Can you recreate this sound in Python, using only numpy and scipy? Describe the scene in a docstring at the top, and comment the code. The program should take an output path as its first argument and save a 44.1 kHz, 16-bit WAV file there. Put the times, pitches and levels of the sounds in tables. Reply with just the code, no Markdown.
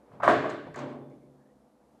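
"""A heavy sheet-steel hopper is tipped over outdoors: it knocks twice, the second time hard, and rattles out.
Each impact radiates a crack and excites the damped modes of the steel, which beat in close pairs.
Half a second later it settles with a deeper boom, since softer pushes excite mainly the low modes.
Light taps and clinks, the rumble of the flexing sheet and faint squeaks and rustles go with the fall.
Faint wind and a low distant hum lie underneath."""
import sys
import numpy as np
from scipy import signal
from scipy.fft import rfft, irfft
from scipy.io import wavfile
from scipy.ndimage import uniform_filter1d

SR = 44100
rng = np.random.default_rng(int(sys.argv[2]) if len(sys.argv) > 2 else 0)


def to_wav(s):
    """Save 16-bit WAV."""
    ch = np.atleast_2d(s).T  # columns
    pcm = np.round(np.clip(ch, -1, 1) * 32767)  # PCM
    wavfile.write(sys.argv[1], SR, pcm.astype(np.int16))


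N = 88200
T = np.arange(N) / SR
BIN_HZ = np.fft.rfftfreq(N, 1 / SR)

# hard knocks as the hopper goes over: start_s, crack_gain_db, ring_gain_db, tilt_db_per_octave
KNOCKS = [(0.2346, -9, -8, 3.5), (0.262, -15.5, -6.5, -1), (0.2787, 1, 0.5, 1.5), (0.297, -11.5, -11.5, 3),
          (0.359, -31, -29, -8), (0.444, -18, -16, 0.5), (0.494, -22.5, -22.5, 6)]
# dull bumps as it starts to tip and as it settles: start_s, gain_db, tilt_db_per_octave
BUMPS = [(0.118, -13, -0.5), (0.761, 2.5, 2), (0.790, 1, 0.5), (0.814, -2.5, -3.5), (0.879, -7.5, 1),
         (0.956, -9.5, -6), (1.014, -14, -5), (1.101, -31.5, 5)]
# strong modes of the hopper: pitch_hz, t60_s, knock_gain_db, bump_gain_db
HOPPER_MODES = [(125.3, 0.52, -10, -16), (138.8, 1.3, -13, -2.5), (233.7, 1.1, -18.5, 1.5),
                (262.3, 1.77, -5, -1.5), (291.2, 0.72, -1.5, -15.5), (339, 0.697, -2, -8.5),
                (366.3, 0.99, -4, -1), (419, 0.79, -10.5, -25), (432.6, 0.89, 2, -7.5),
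                (592, 1.44, -13, -1), (609.4, .8, -2.5, -16.5), (622, .4, -3.5, -15.5),
                (710, 0.34, 5.5, -25.5), (807, .7, -7.5, -10), (1001, .5, -1.5, -20),
                (1094, 0.16, 6.5, -5.5), (1118, .5, 3, -18), (1184, 0.47, -2, -31), (1327, .6, -8, -27.5),
                (1558, 0.6, -13.5, -16), (1545, .45, -4.5, -17), (1913, 0.85, -21.5, -34.5),
                (2125, .7, -13.5, -38.5), (3510, 1.0, -25.5, -33), (6560, 1.0, -41, -58)]
# spectra of the dense plate modes in a knock and in a bump: frequency_hz, gain_db
KNOCK_SPECTRUM = [(30, -55), (60, -23.5), (115, -12), (200, -9), (330, -2), (520, -2), (850, -5),
                  (1130, -13), (1330, -7.5), (1700, -12.5), (2600, -24.5), (4300, -32), (5400, -42),
                  (7500, -41), (9500, -47.5), (11000, -73.5)]
BUMP_SPECTRUM = [(30, -58.5), (70, -29.5), (135, -3.5), (190, -13), (260, -4), (560, -5), (700, -6),
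                 (1070, -8), (1250, -13.5), (1650, -18), (2300, -22), (4200, -32.5), (5500, -39),
                 (7800, -40), (10500, -62.5)]
# decay times of those modes: frequency_hz, t60_s
KNOCK_DECAY = [(100, 0.97), (300, 0.99), (700, 0.7), (1300, 0.68), (3000, 0.77), (9000, 0.37)]
BUMP_DECAY = [(100, 0.85), (300, 1.45), (650, 0.72), (1300, .55), (3000, 0.49), (8000, 0.35)]
# broad resonances of the walls and the dips between them: centre_hz, width_hz, gain_db
WALL_RESONANCES = [(385, 100, 3), (480, 60, -3), (665, 130, 3.5), (860, 90, -4), (1110, 190, 5),
                   (1350, 110, -4), (1590, 180, 4)]
# light edge taps before the hopper lands: start_s, pitch_hz, width_octaves, level_db
TAPS = [(0.199, 926, 0.65, -35), (0.22, 1100, 0.8, -36.5), (0.229, 950, 0.79, -23),
        (0.666, 575, 0.84, -37.5), (0.7425, 1410, 0.49, -39)]
# clinks of loose metal: start_s, gain_db
CLINKS = [(0.233, -3), (0.257, -2), (0.278, -5.5), (0.494, -2.5), (0.5, 3.5), (0.742, -6), (0.759, 0.5),
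          (0.791, -1), (1.099, -25.5)]
# rumbles of the flexing sheet: start_s, length_s, level_db
FLEXES = [(0.091, 0.1, -55.5), (0.185, 0.26, -45), (.64, 0.13, -47.5)]
# soft rustles: start_s, length_s, level_db
RUSTLES = [(-0.08, 0.44, -60), (1.766, 0.11, -71), (1.851, 0.14, -74.5)]
# rising squeaks: start_s, length_s, from_hz, to_hz, level_db
SQUEAKS = [(1.096, 0.056, 2100, 2260, -75), (1.181, 0.11, 2120, 2260, -82.5),
           (1.365, .09, 1550, 1800, -79.5), (1.435, 0.095, 1650, 1950, -81)]
# spectra of the contact crack, clinks, flexing sheet, rustles and wind: frequency_hz, gain_db
CRACK_SPECTRUM = [(60, -28), (300, -14.5), (650, 8), (1100, 6), (1700, -3), (2600, -22), (5000, -39.5),
                  (9000, -43.5), (12000, -55.5)]
CLINK_SPECTRUM = [(1500, -23), (4000, 1), (5400, -4.5), (6700, 5), (8200, -7), (10000, -21.5),
                  (11500, -25.5), (13000, -20)]
FLEX_SPECTRUM = [(40, -31.5), (75, -13), (115, -3.5), (175, -3.5), (260, -20.5), (400, -37.5), (2000, -80)]
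RUSTLE_SPECTRUM = [(150, -5), (500, 15.5), (1100, 3), (2200, -9), (3000, -17.5), (10000, -38)]
WIND_SPECTRUM = [(18, -66), (30, -36.5), (55, -6.5), (98, -24), (143, -4.5), (167, -18), (215, 0.5),
                 (425, -11.5), (494, -2.5), (533, -8.5), (704, -7), (883, -11.5), (1320, -21),
                 (2610, -33.5), (12500, -37.5), (16200, -63), (22000, -120)]
# partials of the distant hum: pitch_hz, level_db
HUM_PARTIALS = [(66, -80), (209, -72.5), (296, -73.5), (505, -73), (696, -79)]


def knocks(crack_db=-2, plate_db=-21.5, modes_db=-30.5, overtones_db=-45.5, clash_db=-17):
    """Impact excitation: each knock cracks, clashes briefly and leaves the steel in free vibration."""
    hz, t60, mode_db, _ = np.array(HOPPER_MODES).T
    modes = undb(modes_db) * beating_modes(hz, t60, mode_db) + undb(overtones_db) * overtones()
    pulse = undb(crack_db) * crack()
    strike = wall_echoes(pulse)
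    response = steel_response()
    bloom = 1 - np.exp(-T / 0.0042)  # the ring builds up over a few milliseconds
    out = 0
    for start, crack_gain_db, ring_gain_db, tilt in KNOCKS:
        wash = filtered_noise(response)
        clash = unit(signal.fftconvolve(rng.standard_normal(N), pulse)[:N]) * decay(t60=0.28)
        body = undb(plate_db) * plate(wash, KNOCK_DECAY) + modes + undb(clash_db) * clash
        ring = undb(ring_gain_db) * tilted(body, tilt) * bloom
        out += delay(undb(crack_gain_db) * strike + ring, start)
    return out


def crack(size=2048, bounce_s=0.0017, bounce_db=-7):
    """A contact radiates a minimum-phase pulse, followed by its ground reflection; peak 1."""
    gain = undb(with_walls(CRACK_SPECTRUM, np.fft.rfftfreq(size, 1 / SR)))
    cepstrum = irfft(np.log(gain))
    cepstrum[1:size // 2] *= 2  # folding the cepstrum makes the pulse causal
    cepstrum[size // 2 + 1:] = 0
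    pulse = np.pad(irfft(np.exp(rfft(cepstrum))), (0, N - size))
    pulse = pulse + undb(bounce_db) * delay(pulse, bounce_s)
    return pulse / np.abs(pulse).max()


def wall_echoes(pulse, trip_s=0.0021, trip_db=-11.5):
    """Multiple reflection: the struck wall returns the pulse twice, weaker on each round trip."""
    return sum(undb(trip * trip_db) * delay(pulse, trip * trip_s) for trip in range(3))


def beating_modes(hz, t60, db, split_hz=6.5, twin_db=-8.5):
    """Beating: each damped mode interferes with a weaker twin slightly higher in pitch."""
    twin_hz = hz + split_hz * rng.uniform(0.5, 1.5, len(hz))
    out = 0
    for k in range(len(hz)):
        pair = np.sin(2 * np.pi * hz[k] * T) - undb(twin_db) * np.sin(2 * np.pi * twin_hz[k] * T)
        out += (-1) ** k * undb(db[k]) * decay(t60[k]) * pair  # neighbours swing in opposition
    return out


def overtones(count=70, low_hz=1401, high_hz=7920):
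    """Light damping lets sparse high modes outlast the clash."""
    place, strength, phase = rng.random((count, 3)).T
    hz = low_hz * (high_hz / low_hz) ** place
    amplitude = strength * undb(lookup(KNOCK_SPECTRUM, hz)) * hz
    spectrum = np.zeros(N // 2 + 1, complex)
    spectrum[(hz * N / SR).astype(int)] = amplitude * np.exp(2j * np.pi * phase)
    return unit(irfft(spectrum, N)) * decay(t60=0.8)


def plate(wash, decay_table):
    """Modal overlap: dense plate modes merge into noise, each band decaying at its own rate."""
    spectrum = rfft(wash)
    centres, t60s = np.array(decay_table).T
    bands = [lookup(np.c_[centres, share], BIN_HZ) for share in np.eye(len(t60s))]
    return sum(irfft(spectrum * band, N) * decay(t60) for band, t60 in zip(bands, t60s))


def steel_response(spacing_hz=9.6, ripple_db=1, full_ripple_hz=1500):
    """Frequency response of the walls, rippled where the finer modes bunch at random."""
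    bins = len(BIN_HZ)
    ripple = np.sqrt(3) * np.interp(BIN_HZ / spacing_hz, np.arange(bins), rng.uniform(-1, 1, bins))
    depth_db = ripple_db * np.minimum(BIN_HZ / full_ripple_hz, 1)
    return undb(with_walls(KNOCK_SPECTRUM, BIN_HZ) + depth_db * ripple)


def with_walls(spectrum, hz):
    """Wall resonance adds broad peaks and dips to a spectrum in dB."""
    peaks = sum(db * np.exp(-2 * ((hz - centre) / width) ** 2) for centre, width, db in WALL_RESONANCES)
    return lookup(spectrum, hz) + peaks


def rattle(start_s=0.283, contacts_per_s=170, scatter_db=3, gain_db=-24):
    """A Poisson train of ever weaker contacts: the hopper chatters after the hardest knock."""
    contacts = (rng.random(N) < contacts_per_s / SR) * rng.choice([-1, 1], N)
    strength = undb(scatter_db * rng.standard_normal(N)) * decay(t60=0.19)
    chatter = signal.fftconvolve(contacts * strength, crack())[:N]
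    return undb(gain_db) * delay(chatter, start_s)


def bumps(crack_db=-33.5, plate_db=-40, modes_db=-46, bloom_s=0.0085):
    """Contact time limits bandwidth: softer, longer pushes excite mainly the low modes."""
    hz, t60, _, mode_db = np.array(HOPPER_MODES).T
    modes = undb(modes_db) * beating_modes(hz, t60, mode_db)
    pulse = undb(crack_db) * crack()
    bloom = 1 - np.exp(-T / bloom_s)
    out = 0
    for start, gain_db, tilt in BUMPS:
        wash = unit(tilted(noise(BUMP_SPECTRUM), tilt))
        body = undb(plate_db) * plate(wash, BUMP_DECAY) + modes
        out += undb(gain_db) * delay(pulse + body * bloom, start)
    return out


def taps(attack_s=0.0023):
    """Band-limited excitation: an edge touches and clanks briefly around one pitch."""
    envelope = decay(t60=0.12) * (1 - np.exp(-(T / attack_s) ** 2))
    out = 0
    for start, pitch, width, db in TAPS:
        band = 1 / (1 + (np.log2((BIN_HZ + 1) / pitch) / width) ** 4)
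        out += delay(undb(db) * filtered_noise(band) * envelope, start)
    return out


def clinks(level_db=-50.5):
    """Rapid damping: the bright contacts of loose metal die at once."""
    envelope = decay(t60=0.037)
    return sum(delay(undb(level_db + db) * noise(CLINK_SPECTRUM) * envelope, s) for s, db in CLINKS)


def flex():
    """Flexural vibration: the sheet rumbles softly as it takes the strain."""
    return sum(undb(db) * swell(start, length) for start, length, db in FLEXES) * noise(FLEX_SPECTRUM)


def rustles():
    """Amplitude envelopes shape broadband noise into soft rustles."""
    return sum(undb(db) * swell(start, length) * noise(RUSTLE_SPECTRUM) for start, length, db in RUSTLES)


def squeaks(roughness_hz=450):
    """Random modulation spreads each rising tone into a rough, narrow band."""
    out = 0
    for start, length, from_hz, to_hz, db in SQUEAKS:
        phase = phase_of(np.interp(T, [start, start + length], [from_hz, to_hz]))
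        rough_tone = wander(roughness_hz) * np.sin(phase) + wander(roughness_hz) * np.cos(phase)
        out += undb(db) * swell(start, length) * unit(rough_tone)
    return out


def wind(level_db=-64, gust_db=0.5):
    """Light wind is low-pitched noise, amplitude-modulated by slight gusts."""
    return undb(level_db + gust_db * wander(rate_hz=7.6)) * noise(WIND_SPECTRUM)


def hum(flutter_db=1.5, waver_hz=1.1):
    """Slow amplitude and frequency modulation make each partial of the distant hum waver."""
    out = 0
    for hz, db in HUM_PARTIALS:
        amplitude = np.sqrt(2) * undb(db + flutter_db * wander(rate_hz=13))
        out += amplitude * np.sin(phase_of(hz + waver_hz * wander(rate_hz=10)))
    return out


def undb(db):
    """Decibels to amplitude ratio."""
    return 10 ** (np.asarray(db) / 20)


def unit(x):
    """Normalisation to rms 1."""
    return x / np.sqrt(np.mean(x ** 2))


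def lookup(table, hz):
    """Interpolation on a log-frequency axis."""
    frequencies, values = np.array(table).T
    return np.interp(np.log(np.maximum(hz, 1)), np.log(frequencies), values)


def decay(t60):
    """Exponential decay, 60 dB down after t60 seconds."""
    return np.exp(-np.log(1000) * T / t60)


def swell(start, length):
    """Half-sine envelope."""
    return np.sin(np.pi * np.clip((T - start) / length, 0, 1))


def delay(x, seconds):
    """Pure time delay."""
    return np.concatenate([np.zeros(int(seconds * SR)), x])[:N]


def phase_of(hz):
    """Phase is the time integral of frequency."""
    return 2 * np.pi * np.cumsum(hz) / SR


def filtered_noise(gain):
    """White noise weighted by a gain per frequency bin, rms 1."""
    return unit(irfft(rfft(rng.standard_normal(N)) * gain, N))


def noise(spectrum):
    """Noise with a tabulated spectrum, rms 1."""
    return filtered_noise(undb(lookup(spectrum, BIN_HZ)))


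def tilted(x, db_per_octave):
    """Spectral tilt about 1 kHz brightens or dulls a sound."""
    octaves = np.log2(np.clip(BIN_HZ, 125, 4000) / 1000)
    return irfft(rfft(x) * undb(db_per_octave * octaves), N)


def wander(rate_hz):
    """Smoothed random steps, rms 1."""
    hold = int(SR / rate_hz)
    steps = np.repeat(rng.standard_normal(N // hold + 1), hold)
    return unit(uniform_filter1d(uniform_filter1d(steps, hold), hold)[:N])


def scene():
    """Superposition of the hopper and its open-air background, in mono."""
    hopper = flex() + taps() + knocks() + rattle() + bumps() + clinks()
    return (hopper + rustles() + squeaks() + wind() + hum())[None]


def record(dry):
    """Elliptic low-pass filtering removes the treble above 12.6 kHz."""
    return signal.sosfilt(signal.ellip(8, 0.2, 70, 12600, fs=SR, output="sos"), dry)


dry = scene()
out = record(dry)
to_wav(out)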